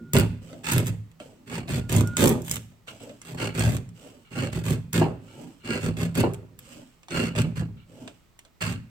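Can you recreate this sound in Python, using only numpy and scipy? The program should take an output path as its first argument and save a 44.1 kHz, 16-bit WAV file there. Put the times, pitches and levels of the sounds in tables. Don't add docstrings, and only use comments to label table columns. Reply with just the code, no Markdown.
import sys
import numpy as np
from scipy import signal
from scipy.fft import rfft, irfft, next_fast_len
from scipy.io import wavfile
from scipy.ndimage import uniform_filter1d

SR = 44100
rng = np.random.default_rng(int(sys.argv[2]) if len(sys.argv) > 2 else 0)


def wrap_up_sound(samples):
    columns = np.atleast_2d(samples).T
    tamed = np.clip(columns, -1, 1)
    steps = np.round(tamed * 32767).astype(np.int16)
    wavfile.write(sys.argv[1], SR, steps)


N = 392478
T = np.arange(N) / SR


# (start [s], end [s], level [dB])
SINGING_NOTES = [(-0.02, 0.125, -60.5), (1.81, 2.03, -58), (2.04, 2.175, -43.5)]
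# (start [s], crack [dB], woody body [dB], brittle top [dB])
SPLINTER_SNAPS = [(0.1339, -0.5, -10.5, -2.5), (0.153, -13, -19.5, -12), (0.1658, -15, 3, -16),
                  (0.1847, -15, -8.5, -5.5), (0.1967, -16, -7.5, -7.5), (0.718, -6.5, -9, -5.5),
                  (0.722, -4.5, -12, -8.5), (0.734, -7.5, -13.0, -5.5), (0.7804, -15, -2.5, -3.5),
                  (0.868, -13, -17.5, -16), (0.88, -18.5, -18.5, -19), (1.115, -42, -36, -51),
                  (1.8947, -18.5, -13.5, -22.5), (1.9253, -5.5, -15.5, -14), (1.9634, -3.5, -13.5, -12),
                  (2.0078, -10, -21, -22.5), (2.0731, -15.5, -31.5, -21), (2.1685, 1, -4.5, -14.5),
                  (2.2071, -4, -14, -11), (2.24, -2.5, -1.5, -10.5), (2.2569, -12.5, -15, -10.5),
                  (2.2788, -1.5, -16.0, -5.5), (2.2919, -6.5, -19, -4.5), (2.4188, -21, -39, -25),
                  (2.4803, -23.5, -15, -17), (2.5126, 0, -17.5, -5.5), (2.5665, -20, -11.5, -34),
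                  (3.2162, -19.5, -26, -48), (3.594, -7, -16, -20), (3.7667, -16, -14.5, -25),
                  (3.8903, -35, -35, -47.5), (4.931, -8.5, -13, -10.5), (6.1526, -15.5, -14, -18.5),
                  (6.1775, -19, -11.5, -13), (6.2011, -20, -8, -13), (6.3355, -22, -30, -23.5),
                  (6.3438, -25, -23, -31), (6.59, -24.5, -26.5, -22.5), (7.3863, -20, -5, -27),
                  (7.417, -15, -13, -20), (8.3909, -27, -33, -34), (8.6201, -16, -11, -17.5)]
# (start [s], length [s], keenest cut [share of length],
# greatest load [share of length], bench shake [dB], board flex [dB], edge rasp [dB], fibre tearing [dB])
EDGE_BITES = [(0.136, 0.07, 0.38, 0.37, -14.5, -19.5, -31, -42.5),
              (0.638, 0.17, 0.34, 0.7, -20.5, -26, -31.5, -41.5),
              (0.844, 0.039, 1, 1.0, -26, -35, -47, -44),
              (1.464, 0.12, 0.74, 0.83, -30.5, -31, -39.5, -52.5),
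              (1.678, 0.11, 0.39, 0.51, -23, -31, -39.5, -47),
              (1.89, 0.12, 0.41, 0.58, -17.5, -21.5, -37, -40),
              (2.167, 0.11, 0.47, 0.62, -18.5, -15.5, -33, -31),
              (2.294, 0.033, 0.026, 0.51, -22, -18, -41.5, -42),
              (2.433, 0.13, 0.76, 0.64, -32, -39.5, -47, -38),
              (3.212, 0.14, 0.53, 0.93, -33.5, -37.5, -50, -57),
              (3.375, 0.1, 0.48, 0.58, -29, -28, -34.5, -51.5),
              (3.54, 0.22, 0.29, 0.32, -20, -26.5, -34.5, -44),
              (4.307, 0.16, 0.59, 0.6, -26.5, -28.5, -37, -54),
              (4.523, 0.077, 0.14, 0.51, -25, -35.5, -44.5, -52.5),
              (4.636, 0.096, 0.56, 0.6, -21.5, -30, -40.0, -43),
              (4.931, 0.062, 0.46, 0.78, -17, -23.5, -33.5, -42),
              (5.014, 0.018, 0.15, 0.21, -22, -18.5, -39, -60.0),
              (5.637, 0.14, 0.58, 0.54, -32.0, -28.5, -35, -54),
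              (5.801, 0.08, 0.6, 0.89, -21.5, -28.5, -40, -50.5),
              (5.967, 0.082, 0.6, 0.65, -23, -31, -41, -47.5),
              (6.147, 0.065, 0.73, 0.95, -18.5, -21.0, -35.0, -45),
              (6.231, 0.013, 0, 0.37, -21, -19, -42.5, -64),
              (7.101, 0.18, 0.41, 0.41, -26, -24.5, -32, -51.5),
              (7.355, 0.054, 0.54, 1, -18, -24, -36, -48.5),
              (7.561, 0.046, 0.11, 1.0, -23, -35, -44.5, -57.5),
              (8.611, 0.12, 0.053, 0.33, -26.0, -37, -33.5, -50)]
# (time [s], kick [dB])
BOARD_JOLTS = [(0.152, -5.5), (2.237, -6), (3.672, -14.5), (5.017, -4.5), (6.018, -20), (6.237, -6.5),
               (7.608, -33)]
# (time of widest swing [s], peak [dB], pitch [Hz])
BENCH_LURCHES = [(0.173, -24, 145.4), (0.239, -16.5, 163.6), (0.771, -17.5, 124), (0.915, -26, 107),
                 (1.01, -31, 107.3), (1.99, -12.5, 106.2), (3.679, -11, 111.5), (3.832, -31, 109.5),
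                 (4.729, -21.5, 148.5), (5.008, -15.5, 157.2), (7.405, -24.5, 108)]
# (start [s], length [s], fastest [share of length], pressed most [share of length],
# board rub [dB], swish [dB], surface hiss [dB])
BLADE_RETURNS = [(0.422, 0.2, 0.38, 0.57, -45.5, -49.0, -56.5),
                 (1.206, 0.26, 0.01, 0.03, -46.5, -46.5, -57), (2.879, 0.064, 0.05, 0.5, -45, -50.0, -50.5),
                 (3.008, 0.14, 0.054, 0.13, -43, -44.5, -52.5),
                 (3.949, 0.25, 0.42, 0.48, -48.5, -51, -55.5),
                 (5.206, 0.29, 0.72, 0.71, -39.0, -50.5, -55.5), (6.59, 0.25, 0.56, 0.7, -46.5, -51.5, -53),
                 (7.877, 0.19, 0.77, 0.83, -39.5, -49.5, -59)]
# (time [s], tick [dB], knock relative to the tick [dB])
BLADE_TOUCHES = [(0.5297, -36.5, -1), (1.2005, -33, -1), (1.6806, -31.5, -5.5), (2.718, -54.5, -2),
                 (2.8732, -38, -9), (3.0051, -45, -1), (3.0939, -34.5, -5), (5.9688, -31, -27),
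                 (7.032, -40.5, -18), (7.084, -29.5, -15), (7.1067, -24.5, -33), (7.3519, -27.5, -7.5),
                 (8.077, -28.5, -15), (8.3906, -38, -37), (8.4505, -40, -16), (8.618, -23.5, -12.5)]
# (start [s], length [s], level [dB])
EDGE_GRAZES = [(1.212, 0.0083, -55.5), (2.879, 0.013, -43.5), (2.999, 0.012, -58.5), (4.25, 0.039, -64),
               (5.28, .1, -61), (5.603, 0.047, -63), (7.77, 0.062, -62.5)]

# (rise to the crest [dB/s], sag after it [dB/s], release [dB/s],
# lingering tail [dB], fall of that tail [dB/s])
SHAKE_SHAPE = (200, 31, 116, -20.5, 35)
FLEX_SHAPE = (190.5, 56.5, 199.5, -15.5, 82)
RASP_SHAPE = (188, 98, 331, -34, 48.5)
TEAR_SHAPE = (148.5, 37, 710, -21, 111)
RUB_SHAPE = (109, 41, 191, -24, 85.5)
SWISH_SHAPE = (85, 115, 256, -25, 85)
HISS_SHAPE = (61, 87.5, 203, 6, 73.5)
GRAZE_SHAPE = (66, 66, 433, -31, 122)

# (centre [Hz], width [Hz], strength [dB])
BENCH_MODES = [(36, 12, -16.5), (71.5, 9, -8), (108.9, 5.36, 3.5), (130.6, 3.04, 2.5), (164.26, 4.77, 3.5),
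               (230.5, 48, -11.5)]
# (centre [Hz], width [Hz], strength [dB])
BOARD_MODES = [(220.3, 12.3, 4), (258, 19.9, 1.5), (349.4, 55.5, -2), (391.8, 37.3, 0), (494.6, 70, -9.5),
               (617.6, 33, -7), (710, 590, -19.5)]
# (centre [Hz], width [Hz], strength [dB])
EDGE_MODES = [(1050, 57, -16.5), (1387, 77, 13.5), (1646, 40, 4.5), (2299, 100, 11), (2455, 38, -1),
              (2793, 170, 13.5), (4286, 400, 0), (7530, 320, -7), (8100, 130, -8), (11200, 450, -16.5)]

# (frequency [Hz], relative level [dB per Hz])
RASP_COLOUR = [(300, -23), (600, -9.5), (800, -5.5), (1050, -6.5), (1650, -5.5), (1950, -5.5), (2650, -2.5),
               (3600, -5), (4450, -11.5), (5500, -15), (6900, -15), (8100, -7.5), (9000, -17.5),
               (10200, -30.5)]
# (frequency [Hz], relative level [dB per Hz])
TEAR_COLOUR = [(1200, -18), (3000, 2), (4500, -10.5), (6500, 6), (8200, 8), (9200, 0), (10100, 2),
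               (12000, 5), (15600, -0.5), (16300, -40.5)]
# (frequency [Hz], relative level [dB per Hz])
CRACK_COLOUR = [(1200, -12.5), (3000, -4), (4500, -3), (6500, 6.5), (8200, 9), (9200, 4), (10500, -4.5),
                (16000, -22)]
# (frequency [Hz], relative level [dB per Hz])
BRITTLE_COLOUR = [(6000, -32), (10000, 1.5), (12000, 2.5), (15600, -2.5), (16300, -15.5)]
# (frequency [Hz], relative level [dB per Hz])
RUB_COLOUR = [(53, -33), (90, -15), (113, 1), (204, -9), (259, 5), (348, -22), (447, -10), (491, -39),
              (545, -21), (874, -17.5), (1100, -34), (1430, -99), (2420, -120)]
# (frequency [Hz], relative level [dB per Hz])
SURFACE_COLOUR = [(600, -21.5), (1050, -5.5), (1400, -1.5), (1900, -9.5), (3000, 0.5), (3700, -11),
                  (5100, -8.5), (6500, -10), (8100, -2.5), (10200, -23), (11600, -13), (16000, -23)]
# (frequency [Hz], relative level [dB per Hz])
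KNOCK_COLOUR = [(110, -13), (200, -29), (300, 9.5), (440, -6.5), (570, 9), (680, 6), (850, -12.5),
                (1500, -50)]
# (frequency [Hz], relative level [dB per Hz])
AIR_COLOUR = [(15, -24.5), (25, 7.5), (317, -6), (796, -13), (1290, -12.5), (1400, -16), (1650, -18.5),
              (1890, -15), (2690, -19), (6920, -25), (8140, -24), (9320, -32), (16000, -25.5)]

# (frequency [Hz], gain [ratio])
NEAR_GAIN = [(100, 0.054), (250, 0.39), (500, 0.56), (1200, 0.94), (4000, 1), (14000, 0.67)]
# (frequency [Hz], time to fall 60 dB [s])
ROOM_DECAY = [(100, 0.25), (400, 0.18), (2000, 0.59), (8000, 0.37), (15000, 0.26)]
# (frequency [Hz], left minus right [dB])
MICROPHONE_LEAN = [(50, -0.5), (120, -1.5), (250, -2), (600, -1), (1200, -4), (2300, -2), (4400, -3.5),
                   (8000, -4), (15000, 2.5)]

BLADE_HZ, SING_WAVER_DB = 1426, 1.5
SING_ATTACK_S, SING_FALL_DB_PER_S = .022, 169
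HUM_DB, HUM_FALL_DB_PER_S = -36, 133
SPLINTER_T60_S = .005
LURCH_BUILD_DB_PER_S, LURCH_FALL_DB_PER_S = 331, 262.5
SWISH_HZ, SWISH_GLIDE_HZ = 495, 109
GRAZE_CREST = 0.24
ENTRY_SHARE = 0.13
TOP_HZ = 16650


def amp(db):
    return 10 ** (np.asarray(db) / 20)


def unit(x):
    return x / np.sqrt(np.mean(x ** 2) + 1e-20)


def even(x, span):
    window = signal.windows.hann(int(span * SR))
    power = signal.fftconvolve(unit(x) ** 2, window / window.sum(), "same")
    return unit(x) / np.sqrt(np.abs(power) + 1e-4)


def along(points, hz):
    f, v = np.transpose(points)
    return np.interp(np.log(hz + 1), np.log(f + 1), v)


def filtered(x, response):
    m = next_fast_len(N + SR, True)
    return irfft(rfft(x, m) * response(np.fft.rfftfreq(m, 1 / SR)), m)[..., :N]


def coloured(x, spectrum):
    size = 4096
    hz = np.fft.rfftfreq(size, 1 / SR)
    cepstrum = irfft(np.log(amp(along(spectrum, hz)) + 1e-6))
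    cepstrum[1:size // 2] *= 2
    cepstrum[size // 2 + 1:] = 0
    kernel = irfft(np.exp(rfft(cepstrum)))
    return signal.oaconvolve(x, kernel / np.linalg.norm(kernel))[:N]


def modes(table, hz):
    total = 0
    for k, (centre, width, db) in enumerate(table):
        damping = 1j * hz * width
        total = total + (-1) ** k * amp(db) * damping / (centre * centre - hz * hz + damping)
    return total


def edge_ringing(hz):
    return modes(EDGE_MODES, hz) / (1 + (700 / (hz + 1)) ** 4)


def grains(rate, spread_db):
    present = rng.random(N) < rate / SR
    sign = rng.choice([-1, 1], N)
    return present * sign * amp(spread_db * np.clip(rng.standard_normal(N), -2, 2))


def bursts(rows, t60, tail_db, tail_t60):
    out, t = np.zeros(N + SR), np.arange(SR // 4) / SR
    shape = amp(-60 * t / t60) + amp(tail_db - 60 * t / tail_t60)
    for s, db in rows:
        out[int(s * SR):][:len(t)] += amp(db) * shape * rng.standard_normal(len(t))
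    return out[:N]


def stroke(start, length, crest, db, shape, attack):
    rise, sag, release, tail_db, tail_fall = shape
    total = np.zeros(N)
    for s, n, share, level in zip(start, length, np.clip(crest, 0, 1), db):
        span = slice(max(int((s - attack) * SR), 0), int((s + 1) * SR))
        age = T[span] - s
        crest_s = share * n
        build_db = -rise * np.maximum(crest_s - age, 0)
        sag_db = -sag * np.maximum(np.minimum(age, n) - crest_s, 0)
        after = np.maximum(age - n, 0)
        ring_db = np.maximum(-release * after, tail_db - tail_fall * after)
        entry = np.clip((age + attack) / (attack + ENTRY_SHARE * crest_s), 0, 1)
        total[span] = np.maximum(total[span], entry * amp(level + build_db + sag_db + ring_db))
    return total


def room_tone():
    mid, left, right = (coloured(rng.standard_normal(N), AIR_COLOUR) for _ in range(3))
    return amp(-67) * mid + amp(-63.5) * np.array([left, right])


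def singing():
    drift = unit(uniform_filter1d(rng.standard_normal(N), size=900))
    note = np.sqrt(2) * np.sin(2 * np.pi * np.cumsum(BLADE_HZ + 3 * drift) / SR)
    note = note * amp(SING_WAVER_DB * drift)
    friction = unit(coloured(grains(rate=2600, spread_db=5), RASP_COLOUR))
    levels = []
    for s, end, db in SINGING_NOTES:
        fade_in = np.clip((T - s) / SING_ATTACK_S + .5, 0, 1)
        levels.append(fade_in * amp(db - SING_FALL_DB_PER_S * np.maximum(T - end, 0)))
    sung = np.max(levels, axis=0)

    def hum_response(hz):
        return (modes(BENCH_MODES, hz) + modes(BOARD_MODES, hz)) / (1 + (hz / 260) ** 4)

    hum = even(filtered(rng.standard_normal(N), hum_response), span=.07)
    return sung * (note + amp(-16) * friction) + amp(HUM_DB - HUM_FALL_DB_PER_S * T) * hum


def snaps(lead=0.001):
    clicks = np.zeros((3, N))
    for s, *levels in SPLINTER_SNAPS:
        clicks[:, int((s + lead) * SR)] = amp(levels)
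    crack_rows = [(s, crack_db) for s, crack_db, body_db, top_db in SPLINTER_SNAPS]
    top_rows = [(s, top_db) for s, crack_db, body_db, top_db in SPLINTER_SNAPS]
    splinters = bursts(crack_rows, t60=SPLINTER_T60_S, tail_db=-21.5, tail_t60=0.06)
    shards = bursts(top_rows, t60=SPLINTER_T60_S, tail_db=-25.5, tail_t60=0.04)
    crack = coloured(clicks[0] + amp(-17.5) * splinters, CRACK_COLOUR)
    body = coloured(clicks[1], RASP_COLOUR)
    top = coloured(clicks[2] + amp(-14) * shards, BRITTLE_COLOUR)
    return amp(-2.5) * crack + amp(-2) * body + amp(-2.0) * top


def stick_slip(rate, scatter, spread_db):
    draws = rng.standard_normal((4000, 2))
    gaps = np.exp(scatter * draws[:, 0]) / rate
    at = (np.cumsum(gaps) * SR).astype(int)
    return np.bincount(at, amp(spread_db * draws[:, 1]), N)[:N]


def fibres(spray, coarse):
    scrape = unit(grains(rate=8000, spread_db=4) * (.6 + spray)) + .8 * coarse
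    rasp = even(coloured(scrape, RASP_COLOUR), span=0.037)
    ring = even(filtered(scrape, edge_ringing), span=0.044)
    splitting = unit(grains(rate=4000, spread_db=6) * (.5 + spray)) + .7 * coarse
    crackle = even(coloured(splitting, TEAR_COLOUR), span=0.054)
    return rasp, ring, crackle


def cutting():
    start, length, keenest, loaded, shake_db, flex_db, rasp_db, tear_db = np.transpose(EDGE_BITES)
    shake = stroke(start, length, loaded, shake_db, SHAKE_SHAPE, attack=0.0023)
    flex = stroke(start, length, loaded, flex_db, FLEX_SHAPE, attack=0.003)
    bite = stroke(start, length, keenest, rasp_db, RASP_SHAPE, attack=0.0054)
    tearing = stroke(start, length, keenest, tear_db, TEAR_SHAPE, attack=.006)
    slips = stick_slip(rate=105, scatter=.55, spread_db=3)
    pushes = even(slips - uniform_filter1d(slips, size=1024), span=0.38)
    force = pushes + .5 * unit(grains(rate=1600, spread_db=2.0))
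    bench = filtered(force, lambda hz: modes(BENCH_MODES, hz) / (1 + (hz / 300) ** 4))
    board = filtered(force, lambda hz: modes(BOARD_MODES, hz) / (1 + (hz / 1300) ** 4))
    bench, board = even(bench, span=0.058), even(board, span=0.23)
    spray = even(signal.lfilter([1], [1, -np.exp(-1 / (0.0043 * SR))], slips), span=0.023)
    coarse = unit(grains(rate=330, spread_db=6.5) * (0.7 + spray))
    rasp, ring, crackle = np.stack([fibres(spray, coarse), fibres(spray, coarse)], axis=1)
    contact = bite / (bite + 2 * tearing + 1e-9)
    edge = contact * ring + np.sqrt(1 - contact ** 2) * rasp
    shaking = amp(-2.0) * shake * bench + amp(-2.0) * flex * board
    return shaking + amp(6.0) * bite * edge + amp(1.5) * tearing * crackle


def jolts():
    kicks = bursts(BOARD_JOLTS, t60=0.029, tail_db=-3, tail_t60=0.24)
    ring = filtered(kicks, lambda hz: modes(BOARD_MODES, hz) * hz / (hz + 400) / (1 + (hz / 1500) ** 4))
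    clunk = filtered(kicks, lambda hz: modes([(640, 170, -4.5)], hz) / (1 + (hz / 1500) ** 4))
    return amp(3.5) * ring + amp(4.5) * clunk


def lurches():
    out, t = np.zeros(N + SR), np.arange(-SR // 8, SR // 4) / SR
    swell = amp(np.minimum(LURCH_BUILD_DB_PER_S * t, -LURCH_FALL_DB_PER_S * t))
    for (s, db, hz), phase in zip(BENCH_LURCHES, rng.random(len(BENCH_LURCHES))):
        swing = np.sin(2 * np.pi * (hz * t + phase))
        out[int((s + t[0]) * SR):][:len(t)] += amp(db) * swell * swing
    return out[:N]


def sliding_back():
    start, length, fastest, pressed, rub_db, swish_db, hiss_db = np.transpose(BLADE_RETURNS)
    rub = stroke(start, length, pressed, rub_db, RUB_SHAPE, attack=0.0047)
    sweep = stroke(start, length, pressed, swish_db, SWISH_SHAPE, attack=0.0036)
    hiss = stroke(start, length, fastest, hiss_db, HISS_SHAPE, attack=0.015)
    slide = np.maximum(np.searchsorted(start, T) - 1, 0)
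    progress = np.clip((T - start[slide]) / length[slide], 0, 1)
    centre_hz = SWISH_HZ + SWISH_GLIDE_HZ * progress
    band = filtered(rng.standard_normal(N), lambda hz: 1 / (1 + (hz / 80) ** 2))
    swish = even(band * np.sin(2 * np.pi * np.cumsum(centre_hz) / SR), span=0.33)
    body = even(coloured(grains(rate=950, spread_db=5), RUB_COLOUR), span=0.16)
    rough = grains(rate=600, spread_db=9.0)
    board = filtered(rough, lambda hz: modes([(267, 94, 0)], hz) / (1 + (hz / 500) ** 4))
    board = even(board, span=0.026)
    sides = [coloured(grains(rate=4600, spread_db=9.5), SURFACE_COLOUR) for side in range(2)]
    surface = unit(np.array(sides))
    rubbing = rub * (amp(-4.5) * body + amp(-6.5) * board)
    return rubbing + amp(-1.5) * sweep * swish + amp(-5) * hiss * surface


def touches():
    tick_rows = [(s, db) for s, db, knock_db in BLADE_TOUCHES]
    knock_rows = [(s, db + knock_db) for s, db, knock_db in BLADE_TOUCHES]
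    tick = bursts(tick_rows, t60=0.0066, tail_db=-16, tail_t60=.12)
    knock = bursts(knock_rows, t60=0.082, tail_db=-1.5, tail_t60=.17)
    return amp(-5.0) * coloured(tick, RASP_COLOUR) + amp(-8) * coloured(knock, KNOCK_COLOUR)


def grazing():
    start, length, db = np.transpose(EDGE_GRAZES)
    level = stroke(start, length, np.full(len(start), GRAZE_CREST), db, GRAZE_SHAPE, attack=0.0042)
    scratch = np.array([grains(rate=3500, spread_db=3) for side in range(2)])
    ring = filtered(scratch, lambda hz: edge_ringing(hz) / (1 + (hz / 6000) ** 2))
    return amp(2.0) * level * unit(ring)


def near_reflections(x, t60):
    hop, taps = 2048, 1024
    padded = np.pad(x, (hop, 2 * hop))
    pieces = np.lib.stride_tricks.sliding_window_view(padded, 2 * hop)[::hop]
    t = np.arange(taps) / SR
    echoes = rng.standard_normal((2, len(pieces), taps)) * amp(-60 * t / t60) * (t > .0005)
    echoes /= np.linalg.norm(echoes, axis=2, keepdims=True)
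    heard = signal.fftconvolve((pieces * signal.windows.cosine(2 * hop))[None], echoes, axes=2)
    out = np.zeros((2, N + SR))
    for k in range(len(pieces)):
        out[:, k * hop:k * hop + heard.shape[2]] += heard[:, k]
    return out[:, hop:hop + N]


def diffuse(t60s):
    hz, t, z = signal.stft(rng.standard_normal((2, SR * 3 // 4)), SR, nperseg=256)
    decay = amp(-60 * t / along(t60s, hz)[:, None])
    tail = signal.istft(z * decay, SR, nperseg=256)[1]
    return tail / np.linalg.norm(tail, axis=1, keepdims=True)


def workshop(x, near_t60=.035, room_db=-14, lag=0.0002513):
    source = x.mean(axis=0)
    sides = np.array([[-1], [1]])
    direct = filtered(x, lambda hz: np.exp(1j * np.pi * hz * lag * hz / (hz + 900) * sides))
    near = filtered(near_reflections(source, near_t60), lambda hz: along(NEAR_GAIN, hz))
    delayed = np.pad(source, (int(.008 * SR), 0))
    room = signal.fftconvolve(delayed[None], diffuse(ROOM_DECAY), axes=1)[:, :N]
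    return direct + near + amp(room_db) * room


def scene():
    work = snaps() + cutting() + jolts() + lurches() + sliding_back() + touches() + grazing()
    return workshop(work) + singing() + room_tone()


def record(dry):
    halves = np.array([[.5], [-.5]])
    return filtered(dry, lambda hz: amp(along(MICROPHONE_LEAN, hz) * halves) * (hz < TOP_HZ))


dry = scene()
out = record(dry)
wrap_up_sound(out)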